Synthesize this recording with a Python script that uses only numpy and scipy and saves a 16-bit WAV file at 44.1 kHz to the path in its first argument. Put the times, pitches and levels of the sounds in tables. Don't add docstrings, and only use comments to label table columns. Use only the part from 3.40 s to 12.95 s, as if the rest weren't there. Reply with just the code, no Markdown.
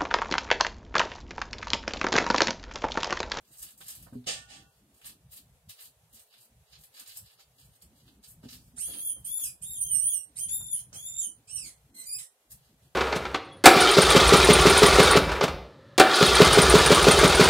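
import sys
import numpy as np
from scipy import signal
from scipy.fft import rfft, irfft
from scipy.io import wavfile
from scipy.ndimage import uniform_filter1d

SR = 44100
rng = np.random.default_rng(int(sys.argv[2]) if len(sys.argv) > 2 else 0)


def bounce(signal):
    frames = np.transpose(np.atleast_2d(signal))
    limited = np.clip(frames, -1, 1)
    pcm = np.round(limited * 32767).astype(np.int16)
    wavfile.write(sys.argv[1], SR, pcm)


def boost(x):
    u = np.asarray(x, float) / 20
    return 10 ** u


N = 421151


def rms_one(x):
    return x / np.sqrt(np.mean(x ** 2) + 1e-20)


def in_time(tables, fade_s):
    t = np.arange(N) / SR
    s, *columns = np.transpose(np.concatenate(tables))
    gate = 0
    for rows in tables:
        inside_s = np.minimum(t - rows[0][0], rows[-1][0] - t)
        gate = gate + np.clip(inside_s / fade_s, 0, 1)
    return [gate] + [np.interp(t, s, c) for c in columns]


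def over_spectrum(curve):
    hz, db = np.transpose(curve)
    bins = np.arange(1, N // 2 + 2) * SR / N
    return np.interp(np.log(bins), np.log(hz), db)


def coloured(x, spectrum):
    return rms_one(irfft(rfft(x) * boost(over_spectrum(spectrum)), N))


def band(x, low_hz, high_hz):
    return signal.sosfilt(signal.butter(2, [low_hz, high_hz], "band", fs=SR, output="sos"), x)


def drift(rate_hz):
    r = np.exp(-2 * np.pi * rate_hz / SR)
    return rms_one(signal.lfilter([1], [1, -2 * r, r * r], rng.standard_normal(N + SR))[SR:])


def ring(x, hz, t60):
    r = boost(-60 / (t60 * SR))
    w = 2 * np.pi * hz / SR
    return signal.lfilter([0, np.sin(w)], [1, -2 * r * np.cos(w), r * r], x + 1e-18)


def grains(per_s, spread_db):
    sizes = boost(spread_db * np.minimum(rng.exponential(1, N), 5))
    signs = rng.choice([-1, 1], N)
    return sizes * signs * (rng.random(N) < per_s / SR)


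def background():
    # f/Hz, density/dB
    hiss_colour = [(300, -40), (420, -19), (980, -18), (3420, -18), (4970, -21), (8610, -18), (12800, -19),
                   (15700, -25)]
    # t/s, level/dB
    rumble = [(0.0, -65.5), (0.66, -56), (0.77, -54), (1.06, -56), (2.28, -63), (2.39, -78.5),
              (2.46, -61.5), (3.3, -68), (3.72, -65), (4.18, -65.5), (4.28, -58), (4.9, -57.5), (5.08, -52),
              (5.6, -54.5), (8.72, -61), (8.88, -72.5), (8.96, -63), (9.55, -58)]
    # f/Hz, level/dB, t60/s
    shelf = [(67, -4, 0.17), (120.9, 7, 0.037), (161.8, -1.5, 0.037)]
    hiss_db, lumps_db = -73, 5.5
    white = rng.standard_normal((5, N))
    shared = 2.5 * band(white[0], 300.0, 800.0)
    hiss = boost(hiss_db + 3.5) * coloured(white[1:3] + shared, hiss_colour) * boost(drift(6.7))

    _, deep_db = in_time([rumble], .001)
    upper_db = deep_db - 14.0
    boom = sum(boost(db) * ring(white[3], hz, t60) for hz, db, t60 in shelf)
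    boom = rms_one(band(band(boom, 41.0, 220.0), 45.0, 330.0))
    deep = boost(deep_db + lumps_db * drift(6.7) - 6.5) * boom
    murmur = rms_one(band(band(white[4], 170.0, 350.0), 181.6, 360.0))
    upper = boost(upper_db + lumps_db * drift(7.3) - 2.5) * murmur
    side = .13 * np.roll(deep + upper, SR // 20) * [[1], [-1]]
    return hiss + deep + upper + side


def contacts():
    # t/s, peak level/dB, f near the top of the noise band/Hz, length/s
    slides = [(0.405, -51, 910, 0.023), (0.662, -55, 1100, 0.03), (0.723, -46, 427, 0.035),
              (1.62, -69.5, 855, 0.17), (1.915, -80, 1420, 0.035), (3.573, -65, 1450, 0.1),
              (3.986, -65.5, 1340, 0.032), (5.026, -56.5, 725, 0.051), (5.1, -74, 1400, 0.047),
              (5.37, -59.5, 1520, 0.029), (5.471, -51.5, 540, 0.076), (5.53, -52.5, 410, 0.12),
              (5.753, -57, 490, 0.057), (5.98, -61.5, 1066, 0.04), (7.196, -56.5, 790, 0.041),
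              (7.517, -56, 756, 0.11)]
    # t/s, peak level/dB, t60/s
    thumps = [
        (0.724, -25.5, 0.1),
        (0.754, -18.5, 0.2),
        (5.037, -25, 0.037),
        (5.055, -23, 0.081),
        (5.122, -40, 0.4),
        (5.336, -39.5, 0.18),
    ]
    # f/Hz, level/dB
    pane = [(122, -3), (248, 1), (404, -10)]
    # t/s, peak level/dB, f/Hz
    ticks = [
        (0.412, -31, 3450),
        (0.842, -43.5, 3800),
        (2.939, -39, 3750),
        (1.615, -40, 2970),
        (3.3366, -43, 3600),
        (4.6794, -40.5, 3750),
        (7.529, -31, 6060),
    ]
    out, t = np.zeros(N + SR), np.arange(SR // 2) / SR
    noise = rng.standard_normal((len(slides), len(t)))
    for (s, db, hz, length), white in zip(slides, noise):
        puff = t / length * np.exp(1 - t / length * 4.57) * 9.0
        out[round(s * SR):][:len(t)] += boost(db - 6.5) * puff * rms_one(band(white, hz / 3.5, hz * 1.1))
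    push = t * np.exp(-t / .0008) / 22e-3
    for s, db, t60 in thumps:
        floor = sum(boost(mode_db) * ring(push, hz, t60) for hz, mode_db in pane)
        out[round(s * SR):][:len(t)] += boost(db - 0.5) * band(floor, 153.0, 680.0)
    click = 1. * (t == 0)
    for s, db, hz in ticks:
        out[round(s * SR):][:len(t)] += boost(db) * ring(click, hz, .003)
    return out[:N]


def tongs():
    # t/s, level/dB
    scrape = [(.86, -62), (.872, -37.5), (.91, -43), (.98, -56), (1.06, -77.5), (1.1, -58), (1.14, -58),
              (1.22, -74), (1.27, -92)]
    # f/Hz, density/dB
    scrape_colour = [(798, 7.5), (975, -8), (1500, 0), (3330, 12.5), (3820, 7), (8300, 3.5), (10500, -8.5),
                     (15700, -23)]
    # f/Hz, level/dB, t60/s
    arm_modes = [(791, -6, .35), (1163, -15, .26), (1459, -10, .55), (2700, -9, .2), (1803, -12, .4),
                 (3155, -8, .2)]
    arms_db = -75
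    arms_follow = .3
    gate, db = in_time([scrape], 0.0014)
    slips = gate * boost(arms_follow * db) * rms_one(grains(6000.0, 3.0))
    arms = sum(boost(mode_db) * ring(slips, hz, t60) for hz, mode_db, t60 in arm_modes)
    stroke = gate * boost(db) * coloured(grains(6000.0, 3.5), scrape_colour)
    return stroke + boost(arms_db) * arms


def rustle():
    # t/s, crisp level/dB, dull level/dB, rise/s
    rustles = [(0.11, -64, -66.5, 0.048), (0.182, -54.5, -65, 0.038), (0.23, -43.5, -57.5, 0.01),
               (0.297, -60.5, -67, 0.035), (0.412, -56, -69, 0.01), (0.489, -51.5, -57.5, 0.073),
               (0.555, -62, -73, 0.0066), (0.61, -62.5, -69, 0.049), (1.669, -54.5, -61.5, 0.042),
               (1.927, -50, -56, 0.02), (1.967, -52, -55.5, 0.014), (2.301, -49.5, -59, 0.014),
               (2.424, -54, -59.5, 0.047), (2.764, -60.5, -66, 0.051), (3.029, -65, -73, 0.027),
               (3.431, -65.5, -75.5, 0.039), (3.58, -55, -54.5, 0.041), (3.687, -53.5, -56, 0.033),
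               (3.761, -50.5, -58, 0.025), (4.002, -62, -60, 0.017), (4.343, -65, -71, 0.023),
               (4.421, -57, -61.5, 0.013), (4.841, -57.5, -52.5, 0.01), (4.889, -55, -84, 0.029),
               (5.092, -60, -59, 0.0098), (5.129, -58.5, -64, 0.036), (5.049, -68, -63.5, 0.028),
               (5.5, -66, -61.5, 0.087), (5.58, -60, -67, 0.079), (9.12, -47, -92, 0.014),
               (9.45, -71, -71, 0.027)]
    # t/s, crisp level/dB, dull level/dB
    creep = [(0.731, -74, -74), (1.34, -80, -81), (1.568, -74, -79.5), (2.94, -69.5, -70),
             (3.327, -70.5, -66), (3.878, -70, -67), (4.171, -76.5, -78), (4.229, -69, -80),
             (4.596, -74, -73), (4.69, -82, -75), (5.249, -71, -87), (9.246, -81, -73.5)]
    # f/Hz, density/dB
    crisp_colour = [(2940, -18), (5000, -11.5), (8420, -3), (11400, -3), (12600, -5), (15700, -12)]
    # f/Hz, density/dB
    dull_colour = [(880, -9.5), (1500, -0.5), (1900, -3), (2730, 4), (4450, 8.5), (5500, -1), (7150, -4.5),
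                   (12100, -120)]
    creep_rise_s, fall_per_rise, patchy_db = 0.066, 0.79, 1.8
    crisp, dull = np.zeros(N), np.zeros(N)
    around = np.arange(-SR // 5, SR // 5)
    t = around / SR
    moves = list(rustles) + [(*row, creep_rise_s) for row in creep]
    for s, crisp_db, dull_db, rise in moves:
        swell = np.exp(-(t / np.where(t < 0, rise, fall_per_rise * rise)) ** 2)
        at = np.clip(round(s * SR) + around, 0, N - 1)
        crisp[at] += boost(crisp_db) * swell
        dull[at] += boost(dull_db) * swell
    paper = crisp * coloured(grains(1500.0, 5.0), crisp_colour)
    paper = paper + dull * coloured(grains(1000.0, 5.0), dull_colour)
    paper = boost(3.5 * drift(45.0)) * paper
    edges = [600, 2500, 5000, 7500, 10500, 13500, 18000]
    out = 0
    for k in range(6):
        out = out + (-1) ** k * boost(patchy_db * drift(9.0)) * band(paper, *edges[k:k + 2])
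    return out


def creases():
    # t/s, level/dB, centre f/Hz, t60/s
    folds = [(0.224, -48, 11000, 0.086), (0.408, -55, 3500, 0.19), (1.614, -63, 2980, 0.11),
             (1.912, -61, 4000, 0.088), (2.292, -53, 9050, 0.086), (3.333, -72, 3600, 0.056),
             (3.562, -56, 3430, 0.13), (4.836, -50, 4330, 0.15), (4.876, -50, 8400, 0.2),
             (5.084, -42, 4600, 0.33), (5.108, -58, 4100, .2), (5.784, -52, 9600, 0.16),
             (7.531, -64, 4985, 0.078)]
    out, t = np.zeros(N + SR), np.arange(SR // 4) / SR
    snaps = rms_one(grains(2500.0, 4.0))
    for s, db, hz, t60 in folds:
        at = round(s * SR)
        spray = band(snaps[at:at + len(t)], hz / 1.17, hz * 1.37)
        out[at:at + len(t)] += boost(db + 0.5 - 60 * t / t60) * spray
    return out[:N]


def squeals():
    # t/s, pitch f/Hz, effort level/dB, hoarseness/0-1
    gripped = [
        [(5.36, 1500, -48.5, 0.55), (5.395, 2460, -39, 0.25), (5.422, 3156, -37, 0.19), (5.49, 3423, -34.5, 0),
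         (5.54, 3180, -45.5, 0.12), (5.595, 3210, -36.5, 0.03), (5.64, 3350, -39, 0.1), (5.657, 3390, -18, 0)],
        [(5.659, 3290, -27.5, 0), (5.675, 3390, -27.5, 0.13), (5.7, 3094, -41, 0.2), (5.74, 3164, -64, 0.15),
         (5.79, 3166, -65, 0)],
        [(5.842, 2900, -47.5, 0.78), (5.875, 3303, -33.5, 0.26), (5.895, 3364, -34, 0.23),
         (5.98, 3580, -24.5, 0.06), (6.0, 3380, -32.5, 0.36), (6.03, 3327, -27, 0), (6.045, 2650, -29.5, .4),
         (6.075, 2500, -37, 0.3), (6.1, 2382, -51, 0.61)],
        [(6.213, 2460, -53.5, 0.8), (6.235, 3295, -39, 0.37), (6.255, 3640, -40.5, 0.14),
         (6.325, 3760, -32, 0.21), (6.375, 3136, -39, 0.07), (6.4, 3113, -44, 0)],
    ]
    # t/s, pitch f/Hz, effort level/dB, hoarseness/0-1
    squeezed = [
        [(6.401, 3140, -29.5, 0.18), (6.48, 3177, -39, 0.17), (6.55, 2864, -27.5, 0.14),
         (6.62, 2960, -35, 0.17), (6.67, 3168, -27, 0.16), (6.697, 3454, -27, 0.14), (6.745, 2948, -31.5, 0.15),
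         (6.78, 2828, -38.5, 0.15), (6.81, 2823, -65, 0.15)],
        [(6.955, 1705, -47.5, .6), (6.98, 2598, -39.5, 0.45), (6.995, 3164, -32.5, 0.04),
         (7.025, 3208, -30, 0.09), (7.065, 3088, -50.5, 0.42), (7.078, 3130, -59, 0.65)],
        [(7.082, 3440, -28, 0.42), (7.11, 3540, -26, 0.1), (7.14, 3642, -15, 0.05), (7.18, 3590, -29.5, 0.13),
         (7.24, 3578, -37, 0.18), (7.295, 3562, -32, 0.14), (7.325, 3410, -28.5, 0.09),
         (7.355, 3153, -43, 0.33), (7.405, 3128, -45, 0.61)],
    ]
    # t/s, pitch f/Hz, effort level/dB, hoarseness/0-1
    tiring = [
        [(7.53, 2760, -50, 1.1), (7.56, 3158, -35.5, .3), (7.62, 3420, -41, .23), (7.66, 3590, -26, 0.14),
         (7.73, 3550, -42, 0.3), (7.8, 3690, -27, .15), (7.82, 3168, -34, 0.3), (7.85, 3068, -36.5, 0.19),
         (7.89, 3063, -60, 0.2)],
        [(8.07, 2286, -55.5, 0.88), (8.095, 2777, -45, 0.52), (8.12, 2967, -44.5, 0.4),
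         (8.158, 2943, -35.5, 0.3), (8.18, 2690, -34.5, 0.35), (8.215, 2547, -44.5, 0.29),
         (8.24, 2335, -36, 0.2), (8.27, 2074, -39.5, 0.54), (8.31, 1904, -66, .8)],
        [(8.54, 2062, -51.5, 0.7), (8.57, 2072, -46.5, 0.38), (8.6, 2060, -39.5, 0.41),
         (8.63, 2089, -48.5, 0.51), (8.648, 2058, -48, 0.9)],
        [(8.652, 2392, -46, 0.22), (8.665, 2383, -37.5, 0.18), (8.705, 2396, -37.5, 0.2),
         (8.735, 2484, -35, 0.19), (8.757, 2540, -30.5, 0.17), (8.775, 2537, -49, 0.32),
         (8.79, 2168, -40.5, 0.88), (8.815, 1958, -49.5, 0.5), (8.845, 1807, -54, 0.7)],
    ]
    # f/Hz, level/dB
    mouth = [(2000, -19.5), (3500, -13), (5600, -14.5), (7300, -10.5), (9000, 4), (11000, -8.5),
             (13500, -17), (16000, -27.5)]
    # t/s, tilt/dB per octave
    gape = [(5.4, -1.5), (5.5, 8), (5.65, 18), (5.72, -2), (5.9, 10), (6.0, 1.5), (6.06, 0), (6.3, 0),
            (6.55, 4.5), (6.7, 5.5), (7.0, -8.5), (7.15, 1.5), (7.36, 1), (7.6, -3.5), (7.78, -10.5),
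            (8.12, -9), (8.6, -2.5), (8.8, 0.5)]
    # f/Hz, density/dB
    throat = [(1500, -19.5), (2500, -10.5), (4500, -9.5), (6000, -7), (9000, 0), (11500, -55), (14000, -14),
              (16000, -51)]
    easy_db, low_follows = -40, 0.36
    waver_db = 3.5

    gate, hz, effort_db, hoarse = in_time(gripped + squeezed + tiring, 0.006)
    hoarse = np.clip(hoarse, 0, 1)
    tremble = (.006 + .04 * hoarse) * drift(45.0) + .006 * drift(200.0)
    tremble = tremble + .07 * hoarse ** 1.5 * drift(600.0)
    phase = 2 * np.pi * np.cumsum(hz * (1 + tremble)) / SR
    mouth_hz, mouth_db = np.transpose(mouth)
    _, tilt_db = in_time([gape], .001)
    tones = 0
    for k in range(1, 8):
        db = effort_db if k > 1 else easy_db + low_follows * (effort_db - easy_db)
        db = db + np.interp(np.log(k * hz), np.log(mouth_hz), mouth_db)
        if k > 1:
            db = db + tilt_db * np.log2(k / 3)
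        waver = drift(7.2) + 0.41 * drift(74.0) + 0.67 * drift(160.0)
        db = db + waver_db * min(k / 2, 1) * waver
        tones = tones + boost(db) * np.sin(k * phase) * (k * hz < SR / 2.2)
    rasp = boost(3.5 + effort_db) * hoarse ** 1.855 * coloured(rng.standard_normal(N), throat)
    return gate * (np.sqrt(2) * tones + rasp)


def tank(sources):
    # f/Hz, left-right level/dB
    ears = [(400, -0.5), (1200, -8.5), (3000, 1), (6400, -2.5), (8700, -13.5), (10300, 3.5), (12500, 7),
            (15000, 14)]
    # t60/s, wall echo level/dB
    tank_t60_s, tank_walls_db = (0.2, 0.19, 0.12), (6, 7.5, 6.5)
    t, heard = np.arange(SR // 3) / SR, 0
    for x, t60, walls_db in zip(sources, tank_t60_s, tank_walls_db):
        spray = rng.standard_normal((2, len(t)))
        spray = band(band(spray, 500.0, 19000.0), 500.0, 19000.0)
        echoes = spray * boost(-60 * t / t60) * (t > .001)
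        echoes *= boost(walls_db) / np.sqrt(np.sum(echoes ** 2, axis=1, keepdims=True))
        echoes[[0, 1], [0, 11]] = 1
        wet = signal.oaconvolve(x[None], echoes, axes=1)[:, :N]
        heard = heard + wet / np.sqrt(1 + boost(walls_db) ** 2)
    return irfft(rfft(heard) * boost(over_spectrum(ears) * [[.5], [-.5]]), N)


def scene():
    moves = boost(1.0) * rustle() + creases() + boost(8.5) * tongs()
    return tank([boost(-2.5) * squeals(), moves, contacts()]) + background()


def thinned(x, masked_db, faint_db, busy_db, bass_db):
    window = np.sin(np.pi * (np.arange(2048) + .5) / 2048)
    hz, _, frames = signal.stft(x, SR, window, 2048, 1024)
    hz = hz[:1024, None]
    power = np.mean(np.abs(frames[:, :1024]) ** 2, axis=0)
    wide = np.repeat(power.reshape(64, 16, -1).mean(axis=1), 16, axis=0)
    near = uniform_filter1d(wide * (hz > 700), size=320, axis=0)
    sliver = uniform_filter1d(uniform_filter1d(power, size=7, axis=0), size=3, axis=1)
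    around = uniform_filter1d(uniform_filter1d(power, size=64, axis=0), size=3, axis=1)
    busy = around > 5 * np.percentile(around, 20, axis=1, keepdims=True)
    unmasked = wide > near * boost(masked_db) ** 2
    strong = sliver > around * boost(np.where(busy, busy_db, faint_db)) ** 2
    keep = (unmasked & strong) | (hz < 1900)
    faint_bass = (power < boost(bass_db) ** 2) & (hz < 345)
    frames[:, :1024] *= keep * np.where(faint_bass, .3, 1) * (hz > 30) * (hz < 15800)
    return signal.istft(frames, SR, window, 2048, 1024)[1][:, :N]


def band_limit(x):
    return signal.sosfilt(signal.butter(12, 15840, fs=SR, output="sos"), x)


def record(dry):
    mix = thinned(dry, masked_db=-18.5, faint_db=-1.5, busy_db=-6.5, bass_db=-83)
    return band_limit(mix)


dry = scene()
out = record(dry)
bounce(out)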